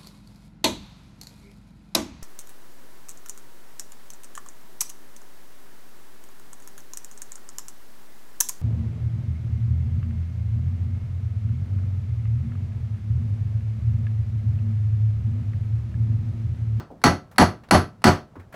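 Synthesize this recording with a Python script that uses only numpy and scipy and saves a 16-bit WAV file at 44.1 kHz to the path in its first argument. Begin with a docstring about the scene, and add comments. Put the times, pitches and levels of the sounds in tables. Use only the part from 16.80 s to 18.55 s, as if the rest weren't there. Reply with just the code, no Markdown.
"""In a small bare room, a hammer drives a steel chisel into a tiled wall, three blows a second.
Each blow cracks, rings the steel and sets the wall booming, and the room echoes it.
Crumbs of plaster and tile drop in between, with two soft bumps, over a low murmur.
A limiter (an automatic volume control) flattens the loud start of the blows."""
import sys
import numpy as np
from scipy import signal
from scipy.fft import rfft, irfft, next_fast_len
from scipy.io import wavfile
from scipy.ndimage import uniform_filter1d, minimum_filter1d

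SR = 44100
rng = np.random.default_rng(int(sys.argv[2]) if len(sys.argv) > 2 else 0)


def wav_out(sig):
    """Save sig, one row per channel (or a flat mono array), as 16-bit PCM at SR to the path in sys.argv[1]."""
    wavfile.write(sys.argv[1], SR, np.round(np.clip(np.atleast_2d(sig).T, -1, 1) * 32767).astype(np.int16))


N = 77175
T = np.arange(SR * 3 // 4) / SR  # seconds since one sound began


# Hammer blows: start_s, force_db, thump_db, steel_db, brightness_db_per_octave, echo_db, boom_db, zing_db
BLOWS = [(-0.09, -18, -28, -6, -3, -4.5, -3, -22), (0.2385, -8, -0.5, 2.5, -2, -7, 0.5, 2.5),
         (0.5816, -6, 0, -1.5, -2, 6, 0.5, 5), (0.9092, -5.5, -4, -4, -1.68, 2.5, 3.5, 7.5),
         (1.2405, -5.5, -1.5, -5, -1, -6.5, 0.5, -4.5)]

def hammer():
    """Each blow shakes the chisel, tile, wall and room. The chisel zings more when its edge bites."""
    out = np.zeros(N)
    for start_s, force_db, thump_db, steel_db, brightness, echo_db, boom_db, zing_db in BLOWS:
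        def tone(hz):
            zing = np.exp(-((hz - 10800) / 570) ** 2)
            return amp(brightness * np.log2(1 + hz / 1500) + zing_db * zing)
        hit = amp(14.5) * crack() + amp(1.5) * room_wash()
        hit += amp(echo_db - 11.5) * late_echo() + amp(steel_db - 10.5) * steel_ring()
        add(out, start_s - 0.0225, amp(-43) * early_tick())
        add(out, start_s, amp(force_db) * (filtered(hit, tone) + amp(thump_db) * wall_thump()))
        add(out, start_s + 0.00036, amp(force_db + 14.5) * strike_ring())
        add(out, start_s + 0.006, amp(force_db - 3.5) * wall_ring())
        add(out, start_s + 0.03, amp(force_db + boom_db) * room_boom(rise_s=0.03, width_hz=2.6))
    return out


# The crack's tone, low to high: pitch_hz, level_db
CRACK_TONE = [(100, -27.5), (400, -5.5), (800, 6), (1400, -0.5), (2200, 1), (3300, -12.5), (4500, -7.5),
              (7000, -11.5), (8100, -8.5), (9300, -19.5), (10900, -12), (12000, -16), (13000, -25.5),
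              (15500, -17.5)]

def crack():
    """The tile cracks in one very short burst of noise."""
    return envelope(rise_s=0.0015, fade_s=0.022) * noise(CRACK_TONE, len(T))


# Short notes of the tile and the steel chisel: pitch_hz, level_db, fade_s
STRIKE_NOTES = [(797, -3.5, 0.027), (1345, -1.5, .028), (1972, -5.5, 0.015), (2310, 0.5, 0.013),
                (4380, -9, 0.028), (10670, -12.5, 0.021)]

def strike_ring():
    """The tile and the steel chisel ring together, briefly and roughly."""
    return ring(STRIKE_NOTES, rise_s=0.0022, width_hz=90)


# Notes of the chisel and hammer head: pitch_hz, level_db
STEEL_NOTES = [(1975, 1.5), (4380, 3), (4470, -21), (5280, -17.5), (5730, -6), (6440, -5.5), (10500, -20),
               (10850, -16.5)]

def steel_ring(fade_s=0.225):
    """The struck steel rings with high notes that all fade equally fast."""
    return ring([(hz, db, fade_s) for hz, db in STEEL_NOTES], rise_s=0.00067, width_hz=25)


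# Notes of the wall and the air in front of it: pitch_hz, level_db, fade_s
WALL_NOTES = [(113.3, -6.5, 0.31), (152.2, -7.5, 0.35), (183.4, -2, .26), (230.7, -2, .24),
              (292.4, -3, .24), (337.6, -5.5, .22), (373.5, -1, 0.23), (623.2, -8.5, 0.27),
              (678.4, -6.5, 0.2), (721, -5.5, 0.26), (830.3, -0.5, 0.18), (979, -5, 0.2), (1178, -6, 0.23),
              (1322, -12, 0.3), (1534, -12.5, 0.25)]

def wall_ring():
    """The shaken wall booms with many notes at once."""
    return ring(WALL_NOTES, rise_s=0.006, width_hz=2.5)


def wall_thump(thump_hz=235, sway_hz=46):
    """The wall gives way in one short thump and sways slowly after it."""
    from_peak_s = T - 0.01487
    thump = np.exp(-(from_peak_s / 0.0052) ** 2) * np.sin(2 * np.pi * thump_hz * from_peak_s)
    sway = envelope(rise_s=0.015, fade_s=0.22) * np.sin(2 * np.pi * sway_hz * T)
    return amp(7.5) * thump + amp(-10) * sway


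# The tick's tone: pitch_hz, level_db
TICK_TONE = [(150, -0.5), (700, 3.5), (1500, 3), (3200, -11.5), (4500, -6), (6500, -20.5), (9000, -22),
             (10800, -14), (13000, -33.5)]

def early_tick():
    """A faint tick comes just ahead of each blow."""
    return envelope(rise_s=0.001, fade_s=0.047) * noise(TICK_TONE, len(T))


# The tone of a blow filling the room: pitch_hz, level_db
ROOM_TONE = [(30, -24.5), (100, 1), (270, 1), (480, -4.5), (800, -4), (1450, -3.5), (2300, -12.5),
             (3300, -14.5), (4000, -17.5), (4450, -9.5), (4900, -14.5), (6300, -15.5), (7200, -25),
             (8100, -18.5), (9400, -31.5), (10400, -19), (11000, -20), (11500, -25.5), (12000, -29),
             (12800, -42.5), (15500, -39)]

def room_wash():
    """The bare room answers a blow with a blur of echoes."""
    return reverberate(noise(ROOM_TONE, len(T)))


# How fast the room fills with sound: pitch_hz, rise_s
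ROOM_RISE = [(60, 0.01), (250, 0.013), (800, 0.0082), (2500, 0.0033), (12000, 0.0017)]
# How long the sound lingers: pitch_hz, fade_s
ROOM_FADE = [(80, 0.25), (300, 0.29), (1400, 0.24), (4500, 0.23), (9000, 0.19), (15000, 0.24)]

def reverberate(x):
    """Steady noise swells and dies away as it does in the room; high pitches swell first."""
    hz, t, bands = signal.stft(x, SR, nperseg=256)
    rise_s = along(ROOM_RISE, hz)[:, None]
    fade_s = along(ROOM_FADE, hz)[:, None]
    _, tail = signal.istft(bands * envelope(rise_s, fade_s, t), SR, nperseg=256)
    return tail[:len(T)] * (1 - np.exp(-T / 0.0029))


# The late echo's tone: pitch_hz, level_db
ECHO_TONE = [(150, -21), (400, -7), (750, 9.5), (1400, -5), (2500, -18.5), (6000, -21), (15000, -38)]

def late_echo(delay_s=0.046, width_s=0.0092):
    """Sound bounces back from the far walls in one tight bunch."""
    return np.exp(-((T - delay_s) / width_s) ** 2) * noise(ECHO_TONE, len(T))


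# The room's lowest note: pitch_hz, level_db, fade_s
BOOM_NOTE = [(90.5, 0, 0.2)]

def room_boom(rise_s, width_hz):
    """The air in the room slowly builds up one deep note."""
    return ring(BOOM_NOTE, rise_s, width_hz)


# Falling crumbs: start_s, level_db, pitch_hz, width_octaves, crispness_db
CRUMBS = [(0.102, -37, 630, 0.43, -57), (0.111, -36, 215, 0.93, -58), (0.512, -47, 880, 0.97, -21),
          (0.834, -48.5, 900, 1.5, -36), (1.554, -40.5, 747, 0.94, -45.5), (1.564, -38.5, 278, 0.61, -59.5),
          (1.595, -48.5, 1300, 0.78, -28), (1.724, -43, 1280, 0.68, -23.5), (1.740, -33.5, 698, 1.2, -39.5)]

def crumbs():
    """Each crumb lands with a short tick that echoes in the room."""
    out = np.zeros(N)
    for start_s, level_db, pitch_hz, width_octaves, crispness_db in CRUMBS:
        def tone(hz):
            return 1 / (1 + (np.log2((hz + 1) / pitch_hz) / width_octaves) ** 4) + amp(crispness_db)
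        tick, room = (unit(filtered(rng.standard_normal(len(T)), tone)) for _ in range(2))
        tick *= envelope(rise_s=0.002, fade_s=0.092)
        add(out, start_s, amp(level_db) * (tick + amp(-6.5) * reverberate(room)))
    return out


# Soft bumps: start_s, level_db
BUMPS = [(0.103, -53), (1.577, -28)]

def bumps():
    """Soft bumps stir only the room's lowest note."""
    out = np.zeros(N)
    for start_s, level_db in BUMPS:
        add(out, start_s, amp(level_db) * room_boom(rise_s=0.017, width_hz=3))
    return out


# The background's tone: pitch_hz, level_db
MURMUR_TONE = [(20, 2), (40, -2.5), (90, 2.5), (200, 0), (330, -14), (600, -14.5), (1200, -20.5),
               (2500, -35), (6000, -40.5), (15000, -51.5)]

def murmur():
    """A low, steady noise fills the room."""
    return amp(-50) * noise(MURMUR_TONE, N)


def ring(notes, rise_s, width_hz):
    """Fading notes, each about 1 dB stronger or weaker by chance; more width makes them rougher."""
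    out = np.zeros(len(T))
    for hz, db, fade_s in notes:
        drift = np.cumsum(rng.standard_normal(len(T))) * np.sqrt(2 * np.pi * width_hz / SR)
        phase = 2 * np.pi * (hz * T + rng.random()) + drift
        out += amp(db + rng.standard_normal()) * envelope(rise_s, fade_s) * np.sin(phase)
    return out


def envelope(rise_s, fade_s, t=T):
    """A soft start, then a fall of 60 dB every fade_s seconds."""
    return (1 - np.exp(-(t / rise_s) ** 2)) * np.exp(-np.log(1000) * t / fade_s)


def amp(db):
    """Turn decibels into a number to multiply by."""
    return 10 ** (np.asarray(db) / 20)


def unit(x):
    """Set a sound's average strength (rms) to 1."""
    return x / np.sqrt(np.mean(x ** 2) + 1e-20)


def along(points, hz):
    """Read a (pitch_hz, value) table between its rows."""
    pitches, values = np.transpose(points)
    return np.interp(np.log(hz + 1), np.log(pitches + 1), values)


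def filtered(x, gain):
    """Turn each pitch up or down by gain(hz)."""
    size = next_fast_len(len(x) + 8192)
    return irfft(rfft(x, size) * gain(np.fft.rfftfreq(size, 1 / SR)), size)[:len(x)]


def noise(tone, size):
    """Noise of strength 1, shaped by a tone table."""
    return unit(filtered(rng.standard_normal(size), lambda hz: amp(along(tone, hz))))


def add(track, start_s, sound):
    """Mix a sound into the track at start_s."""
    i = round(start_s * SR)
    part = sound[max(-i, 0):max(N - i, 0)]
    track[max(i, 0):][:len(part)] += part


def scene():
    """Hammering, crumbs and bumps over the murmur, in one channel."""
    return (hammer() + crumbs() + bumps() + murmur())[None]


def record(dry):
    """A limiter turns down just before loud peaks and recovers; the deepest and highest sound is cut."""
    ceiling, release_s, ahead_samples = 0.9, 0.025, int(0.0012 * SR)
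    low_hz, top_hz = 27, 16200
    excess = np.log(np.maximum(np.abs(dry[0]) / ceiling, 1))
    recovery = np.arange(N) / SR / release_s
    held = np.maximum.accumulate(excess + recovery) - recovery
    gain = minimum_filter1d(np.exp(-held), 2 * ahead_samples + 1)
    limited = dry[0] * uniform_filter1d(gain, ahead_samples)
    return filtered(limited, lambda hz: hz ** 4 / (hz ** 4 + low_hz ** 4) / (1 + (hz / top_hz) ** 80))[None]


dry = scene()
out = record(dry)
wav_out(out)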